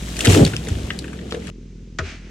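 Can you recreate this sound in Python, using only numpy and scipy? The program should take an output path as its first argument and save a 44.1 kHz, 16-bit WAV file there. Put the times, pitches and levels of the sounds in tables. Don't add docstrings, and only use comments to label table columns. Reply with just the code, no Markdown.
import sys
import numpy as np
from scipy import signal
from scipy.fft import rfft, irfft, next_fast_len
from scipy.io import wavfile
from scipy.ndimage import uniform_filter1d

SR = 44100
rng = np.random.default_rng(int(sys.argv[2]) if len(sys.argv) > 2 else 0)


def master(y):
    cut = np.clip(np.atleast_2d(y).T, -1, 1)
    pcm = np.round(cut * 32767)
    wavfile.write(sys.argv[1], SR, pcm.astype(np.int16))


N = 101430


def amp(db):
    return 10 ** (np.asarray(db) / 20)


def unit(x):
    return x / np.sqrt(np.mean(x ** 2) + 1e-20)


def clock():
    return np.arange(N) / SR


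def along(points, hz):
    point_hz, values = np.transpose(points)
    return np.interp(np.log(hz + 1), np.log(point_hz + 1), values)


def curves(rows):
    times, *columns = np.transpose(rows)
    return [np.interp(clock(), times, column) for column in columns]


def fade(t, t60):
    return np.exp(-np.log(1000) * t / t60)


def rise(t, rise_s):
    return 1 - np.exp(-t / rise_s)


def filtered(x, response):
    size = next_fast_len(N + SR // 2)
    return irfft(rfft(x, size) * response(np.fft.rfftfreq(size, 1 / SR)), size)[..., :N]


def add(track, s, sound):
    start = max(0, round(s * SR))
    part = track[..., start:start + sound.shape[-1]]
    part += sound[..., :part.shape[-1]]


def panned(pan_db):
    return amp(np.array([[pan_db], [-pan_db]]) / 2)


# (frequency [Hz], coherence [0 to 1])
STEREO_LIKENESS = [(100, 1), (300, 0.99), (600, 0.48), (1500, 0.73), (4000, 0.53), (10000, 0.24)]


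def spread(pair, colour):
    def middle_and_side(hz):
        turn = np.arccos(np.clip(along(STEREO_LIKENESS, hz), -1, 1)) / 2
        return amp(along(colour, hz)) * [np.cos(turn), np.sin(turn)]

    mid, side = filtered(pair, middle_and_side)
    return unit(np.array([mid + side, mid - side]))


def noise(colour):
    return spread(rng.standard_normal((2, N)), colour)


def steadied(x, window_s):
    power = uniform_filter1d(np.mean(x ** 2, 0), max(2, int(window_s * SR)))
    return x / np.sqrt(np.abs(power) + 1e-4)


def ring(modes, t):
    total = 0
    for hz, db, t60, rise_s in modes:
        gain = amp(db + rng.normal())
        total = total + gain * fade(t, t60) * rise(t, rise_s) * np.sin(2 * np.pi * hz * t)
    return total


# (frequency [Hz], decay t60 [s])
FOREST_DECAY = [(100, 0.22), (500, 0.46), (2500, 0.13), (10000, 0.08)]


def forest(x, wet_db):
    hz, t, bins = signal.stft(rng.standard_normal((2, SR // 2)), SR, nperseg=256)
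    decay = fade(t, along(FOREST_DECAY, hz)[:, None])
    tail = signal.istft(bins * decay, SR, nperseg=256)[1]
    scatter = signal.fftconvolve(x, tail / np.linalg.norm(tail[0]), axes=1)[:, :N]
    return x + amp(wet_db) * scatter


# (time [s], level [dB], pitch [Hz])
THUD_HITS = [(.273, -0.5, 219), (.3, 2.5, 97.3), (.368, -2, 293), (.41, 1.5, 160), (0.426, 0.5, 215),
             (0.471, -10, 124), (.533, -11.5, 148), (0.713, -4.5, 79), (0.754, -13.5, 65),
             (0.833, -15.5, 65)]
THUD_T60_S = 0.057
# (time [s], level [dB])
RUMBLE_LEVEL = [(.2, -41), (.262, -37), (.28, -7), (.315, -13), (.35, -12.5), (.38, -19), (.425, -10),
                (.445, -18), (.485, -18), (.51, -31), (.545, -28.5), (.6, -32), (.67, -35), (.72, -30),
                (.78, -28.5), (.86, -32.5), (.95, -40), (1.2, -74)]
# (frequency [Hz], relative level [dB per Hz])
RUMBLE_COLOUR = [(20, -36), (40, -8.5), (60, -6.5), (90, 3), (150, 1), (210, -8), (300, -11.5),
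                 (600, -46.5), (1500, -86)]
# (time [s], level [dB])
CRUNCH_LEVEL = [(.15, -47.5), (.25, -26), (.278, -17), (.3, -12.5), (.325, -23.5), (.37, -13),
                (.432, -11.5), (.45, -22.5), (.485, -29.5), (.51, -44.5), (.545, -29), (.57, -44.5),
                (.66, -38.5), (.685, -35), (.8, -39), (1.25, -41.5), (1.5, -46)]
# (frequency [Hz], relative level [dB per Hz])
CRUNCH_COLOUR = [(100, -32), (200, -4.5), (300, -0.5), (450, 0), (580, -9), (780, -14.5), (1000, -26.5),
                 (2000, -30.5), (5000, -77)]


def trunk(crunch_pan_db=2.0, crunch_lag_s=0.00028):
    thuds, t = np.zeros(N), np.arange(SR // 4) / SR
    for s, db, hz in THUD_HITS:
        add(thuds, s, ring([(hz, db, THUD_T60_S, .002)], t))
    rumble = steadied(noise(RUMBLE_COLOUR), window_s=0.036) * amp(curves(RUMBLE_LEVEL)[0])
    crunch = steadied(noise(CRUNCH_COLOUR), window_s=0.034) * amp(curves(CRUNCH_LEVEL)[0])
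    crunch[1] = np.interp(clock() - crunch_lag_s, clock(), crunch[1])
    return thuds + rumble + crunch * panned(crunch_pan_db)


# (time [s], stick level [dB], pitch [Hz], splinter level [dB], decay t60 [s])
BRANCH_BREAKS = [(0.1677, -19, 2610, -27, 0.013), (0.191, -15.5, 1860, -22.5, .024),
                 (0.2064, -4.5, 3060, -33, 0.015), (0.21, -9.5, 6700, -24, .01),
                 (0.2483, -7, 2070, -21, .018), (0.2527, -18, 6000, -18, 0.015),
                 (0.2553, -2, 2180, -15.5, 0.011), (0.259, -7.5, 1900, -23, 0.023),
                 (0.2708, -4.5, 3150, -38, 0.023), (0.298, -14, 3150, -29, .02),
                 (0.3213, -10, 7600, -22, 0.015), (0.3476, -5.5, 1556, -20, 0.017),
                 (0.3749, -7, 3220, -32, .009), (0.4499, -0.5, 3930, -28, 0.011),
                 (0.4642, -9.5, 3240, -31, 0.012), (0.477, -12, 3000, -25.5, 0.0086),
                 (0.535, -16.5, 1575, -49, 0.035), (0.5651, -6, 3060, -31, 0.0084),
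                 (0.6706, -20.5, 2220, -53, 0.017), (0.685, -22.5, 1690, -29, 0.024),
                 (0.9038, -9.5, 1820, -50, 0.026), (0.9894, -15, 4350, -30.5, 0.015),
                 (1.042, -24.5, 1710, -50, 0.04), (1.0796, -27.5, 1630, -47, .028),
                 (1.13, -27, 1500, -47, 0.035), (1.1895, -25.5, 1780, -60, 0.02),
                 (1.3087, -25.5, 3100, -45, 0.035), (1.3228, -8, 1930, -47, .008),
                 (1.346, -21, 1830, -41.5, .025), (1.471, -25, 1940, -39, 0.016)]
STICK_TRIM_DB, SPLINTER_TRIM_DB = -3.5, 4
OVERTONE_DB = -2.5
STICK_Q = 3.12


def stick_mode(tear, hz, q):
    peak = signal.iirpeak(min(hz, SR / 4), q, fs=SR)
    once = signal.lfilter(*peak, np.tile(tear, 2))
    twice = unit(signal.lfilter(*peak, once))
    return steadied(twice[:, tear.shape[-1]:], window_s=0.0026)


def snaps(rise_s=0.00062, typical_t60_s=0.022, overtone=1.59, dull_hz=2600, pan_db=3, lag_s=.00015):
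    out, t = np.zeros((2, N)), np.arange(SR // 16) / SR
    bright = signal.butter(3, [5000, 9500], "band", fs=SR, output="sos")
    for s, db, hz, splinter_db, t60 in BRANCH_BREAKS:
        tear, chips = rng.standard_normal((2, 1, len(t)))
        q = max(1, STICK_Q * np.sqrt(t60 / typical_t60_s))
        overtone_gain = amp(OVERTONE_DB) * min(1, (dull_hz / hz) ** 2)
        stick = unit(stick_mode(tear, hz, q) + overtone_gain * stick_mode(tear, hz * overtone, q))
        body = amp(db + STICK_TRIM_DB) * stick * rise(t, rise_s)
        splinter = amp(splinter_db + SPLINTER_TRIM_DB) * unit(signal.sosfilt(bright, chips))
        left, right = (body * panned(pan_db) + splinter) * fade(t, t60)
        add(out[0], s, left)
        add(out[1], s + lag_s * rng.random(), right)
    return forest(out, wet_db=-10.5)


def crackle(per_s, pitch_hz, octaves, spread_db, cycles):
    count = int(per_s * N / SR)
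    when, size, side, lag, tone = rng.random((count, 5)).T
    scatter = np.log((tone + 1e-9) / (1 - tone)) / 2
    hz = np.clip(pitch_hz * 2 ** (octaves * scatter), 600, 13000)[:, None]
    t = np.arange(SR // 100) / SR
    gain = amp(-spread_db * np.log(size + 0.022))[:, None] * np.sqrt(hz)
    grains = gain * np.sin(2 * np.pi * hz * t) * fade(t, cycles / hz)
    at = (when * N).astype(int)[:, None] + np.arange(len(t))
    at_right = at + (lag * 20).astype(int)[:, None]
    ears = []
    for places, share in [(at, side), (at_right, 1 - side)]:
        weighted = grains * np.sqrt(share)[:, None]
        ears.append(np.bincount(places.ravel(), weighted.ravel(), N)[:N])
    return unit(np.array(ears))


# (time [s], level [dB])
SWISH_LEVEL = [(0, -41.5), (.16, -39), (.225, -31), (.243, -34), (.254, -19.5), (.268, -29), (.3, -21.5),
               (.355, -23.5), (.385, -27), (.44, -31), (.52, -38), (.6, -42.5), (.69, -39.5), (.88, -41),
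               (1.05, -46), (1.27, -48), (1.33, -41), (1.39, -46.5), (1.5, -41)]
# (frequency [Hz], relative level [dB per Hz])
NEEDLE_COLOUR = [(200, -53), (600, 4.5), (1000, -7), (1800, -5.5), (3200, 1), (4800, -5.5), (7500, -2),
                 (10000, -9), (12500, -13.5), (16000, -31)]
NEEDLE_DB = 1
# (rate [breaks per s], pitch [Hz], pitch spread [octaves],
# size spread [dB], ring [cycles], level [dB])
TWIGS_AND_STICKS = [(905, 4460, 0.59, 5.5, 4.1, -4), (264, 1980, 0.62, 4, 15, -5)]
DULL_FROM_S, DULL_DB_PER_S = 0.25, 13.5


def crown(treble_hz=6000, pan_db=4.0):
    rustle = amp(NEEDLE_DB) * noise(NEEDLE_COLOUR)
    for *kind, db in TWIGS_AND_STICKS:
        rustle = rustle + amp(db) * crackle(*kind)
    treble = filtered(rustle, lambda hz: hz ** 2 / (hz ** 2 + treble_hz ** 2))
    dulling = amp(-DULL_DB_PER_S * np.maximum(clock() - DULL_FROM_S, 0))
    rustle = (rustle - treble) * panned(pan_db) + treble * dulling
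    return rustle * amp(curves(SWISH_LEVEL)[0])


# (time [s], level [dB])
LOG_KNOCKS = [(.672, -29), (1.221, -34.5), (1.322, -24.5), (1.343, -20), (1.372, -29)]
# (frequency [Hz], level [dB], decay t60 [s])
LOG_MODES = [(336, -8, 0.081), (453.4, -0.5, 0.17), (482, -4.5, 0.12), (543, -10.5, .07),
             (640, -11.5, 0.051), (770, -21, 0.025)]


def knocks(pan_db=2):
    out, t = np.zeros((2, N)), np.arange(SR // 4) / SR
    for s, db in LOG_KNOCKS:
        clunk = ring([(*mode, .001) for mode in LOG_MODES], t)
        add(out, s, amp(db) * clunk * panned(pan_db))
    return forest(out, wet_db=-16.5)


BLOW_S, MODES_DB = 1.986, -17
# (frequency [Hz], level [dB], decay t60 [s], delay [s])
WEDGE_MODES = [(80.8, -1.5, 0.25, 0.022), (132, -2.5, 0.12, 0.0061), (330, -6, 0.063, 0.0047),
               (383, -7, 0.079, .04), (450, -13, 0.09, .024), (626, -7, 0.098, 0.00593),
               (1230, -1, 0.045, 0.014), (1392, -5, 0.066, 0.00302), (1780, 2, 0.037, 0.00206),
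               (2230, -9.5, 0.046, 0.002), (4900, -17, 0.027, 0.00102)]
WEDGE_RISE_S, WEDGE_SHARP, WEDGE_SETTLE_S = 0.0036, 0.064, 0.013
# (frequency [Hz], relative level [dB per Hz])
CRACK_COLOUR = [(300, -15), (1500, 5.5), (4000, 2.5), (7200, -1.5), (9000, -26), (11500, -25),
                (13000, -64.5)]
CRACK_DB, CRACK_T60_S = -17, 0.035
# (frequency [Hz], relative level [dB per Hz])
STEM_COLOUR = [(250, 3.5), (650, -1.5), (900, -5.5), (1300, 12), (1800, 0), (2300, -16), (4000, -49.5)]
STEM_DB, STEM_T60_S = -19, 0.096
# (time after the blow [s], level [dB])
ECHO_LEVEL = [(0, -65), (.012, -36), (.04, -43.5), (.075, -37), (.115, -37), (.16, -41.5), (.22, -51),
              (.31, -49.5)]
# (frequency [Hz], relative level [dB per Hz])
ECHO_TONE = [(300, -11), (650, -3.5), (950, -11.5), (1400, -1.5), (2400, 0.5), (3600, -8), (6300, -10.5),
             (8500, -22.5), (13000, -49)]


def wedge(pan_db=2, crack_rise_s=0.0017, stem_rise_s=0.0049):
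    out, modes, t = np.zeros((2, N)), np.zeros(N), clock()
    sagging = t + WEDGE_SHARP * WEDGE_SETTLE_S * rise(t, WEDGE_SETTLE_S)
    for hz, db, t60, delay_s in WEDGE_MODES:
        add(modes, delay_s, ring([(hz, db + MODES_DB, t60, WEDGE_RISE_S)], sagging))
    crack = amp(CRACK_DB) * noise(CRACK_COLOUR) * fade(t, CRACK_T60_S) * rise(t, crack_rise_s)
    wood = amp(STEM_DB) * steadied(noise(STEM_COLOUR), window_s=0.0062)
    wood = wood * fade(t, STEM_T60_S) * rise(t, stem_rise_s)
    echo = noise(ECHO_TONE) * amp(curves(ECHO_LEVEL)[0])
    add(out, BLOW_S, (modes + crack + wood) * panned(pan_db) + echo)
    return out


# (time [s], rate [strokes per s])
SAW_STROKES = [(0, 44.6), (1.5, 42.8), (1.62, 40.6), (1.95, 41.2), (2.3, 39.6)]
# (time [s], level [dB])
SAW_LOUDNESS = [(0, -33.5), (.9, -33.5), (1.49, -33.5), (1.52, -41.5), (2.3, -42)]
# (frequency [Hz], relative level [dB])
EXHAUST_COLOUR = [(50, -9.5), (90, -2), (125, -2), (170, 3.5), (230, -2), (310, -5.5), (420, -11.5),
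                  (530, -20), (680, -60), (1000, -40.5), (3000, -43), (9000, -69.5)]
STRONG_FIRINGS = [.065, 0.167, 1.22, 1.488, 1.604, 1.725, 1.825, 1.923, 2.24]
POP_HZ, POP_T60_S, POP_DB = 116, 0.06, 6.5
MUFFLER_T60_S = 0.053


def chainsaw(jitter_s=0.00068, scatter_db=1.5, puff_t60_s=0.088, puff_db=0):
    turns = np.cumsum(curves(SAW_STROKES)[0]) / SR
    strokes = np.flatnonzero(np.diff(np.floor(turns))) / SR
    t = np.arange(SR // 10) / SR
    pulses, gate, pops = np.zeros((3, N))
    for s, (late, size) in zip(strokes, rng.standard_normal((len(strokes), 2))):
        s, gain = s + jitter_s * late, amp(scatter_db * size)
        add(pulses, s, np.array([gain]))
        add(gate, s, gain * fade(t, puff_t60_s))
    for s in STRONG_FIRINGS:
        add(pops, s, ring([(POP_HZ, POP_DB, POP_T60_S, .002)], t))
    spectrum = rfft(rng.standard_normal(len(t)) * fade(t, MUFFLER_T60_S))
    muffler = irfft(spectrum / np.abs(spectrum), len(t))
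    smeared = signal.fftconvolve(pulses, muffler)[:N]
    note = unit(filtered(smeared, lambda hz: amp(along(EXHAUST_COLOUR, hz))))
    puffs = spread(gate * rng.standard_normal((2, N)), EXHAUST_COLOUR)
    exhaust = steadied(note + amp(puff_db) * puffs, window_s=.05)
    return amp(curves(SAW_LOUDNESS)[0]) * unit(exhaust + pops)


# (time [s], pitch [Hz], level [dB])
DRONE_GLIDE = [(0, 55.8, -29.5), (.25, 57.15, -34), (.95, 63.54, -36.5), (1.49, 64.9, -38),
               (1.51, 45.56, -40), (2.3, 45.3, -39)]


def drone(second_db=-12):
    hz, db = curves(DRONE_GLIDE)
    phase = 2 * np.pi * np.cumsum(hz) / SR
    partials = np.sin(phase) + amp(second_db) * np.sin(2 * phase)
    return np.sqrt(2) * amp(db) * partials


# (frequency [Hz], relative level [dB per Hz])
AIR_COLOUR = [(30, 14), (300, 15.5), (700, -1.5), (1100, -5.5), (2500, 0.5), (4200, -3.5), (6300, -1),
              (8000, -11), (10000, -22), (13000, -36)]


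def air(level_db=-54):
    return amp(level_db) * noise(AIR_COLOUR)


CUT_S = 1.503


def scene():
    gate = np.clip((CUT_S - clock()) / 0.0016, 0, 1)
    fall = (trunk() + snaps() + crown() + knocks()) * gate
    return fall + wedge() + chainsaw() + drone() + air()


def record(dry, ceiling=0.85, low_cut_hz=33, top_hz=16200):
    low_cut = signal.butter(4, low_cut_hz, "high", fs=SR, output="sos")
    dry = signal.sosfilt(low_cut, dry)
    rounded = dry / (1 + np.abs(dry / ceiling) ** 6) ** (1 / 6)
    return filtered(rounded, lambda hz: hz < top_hz)


dry = scene()
out = record(dry)
master(out)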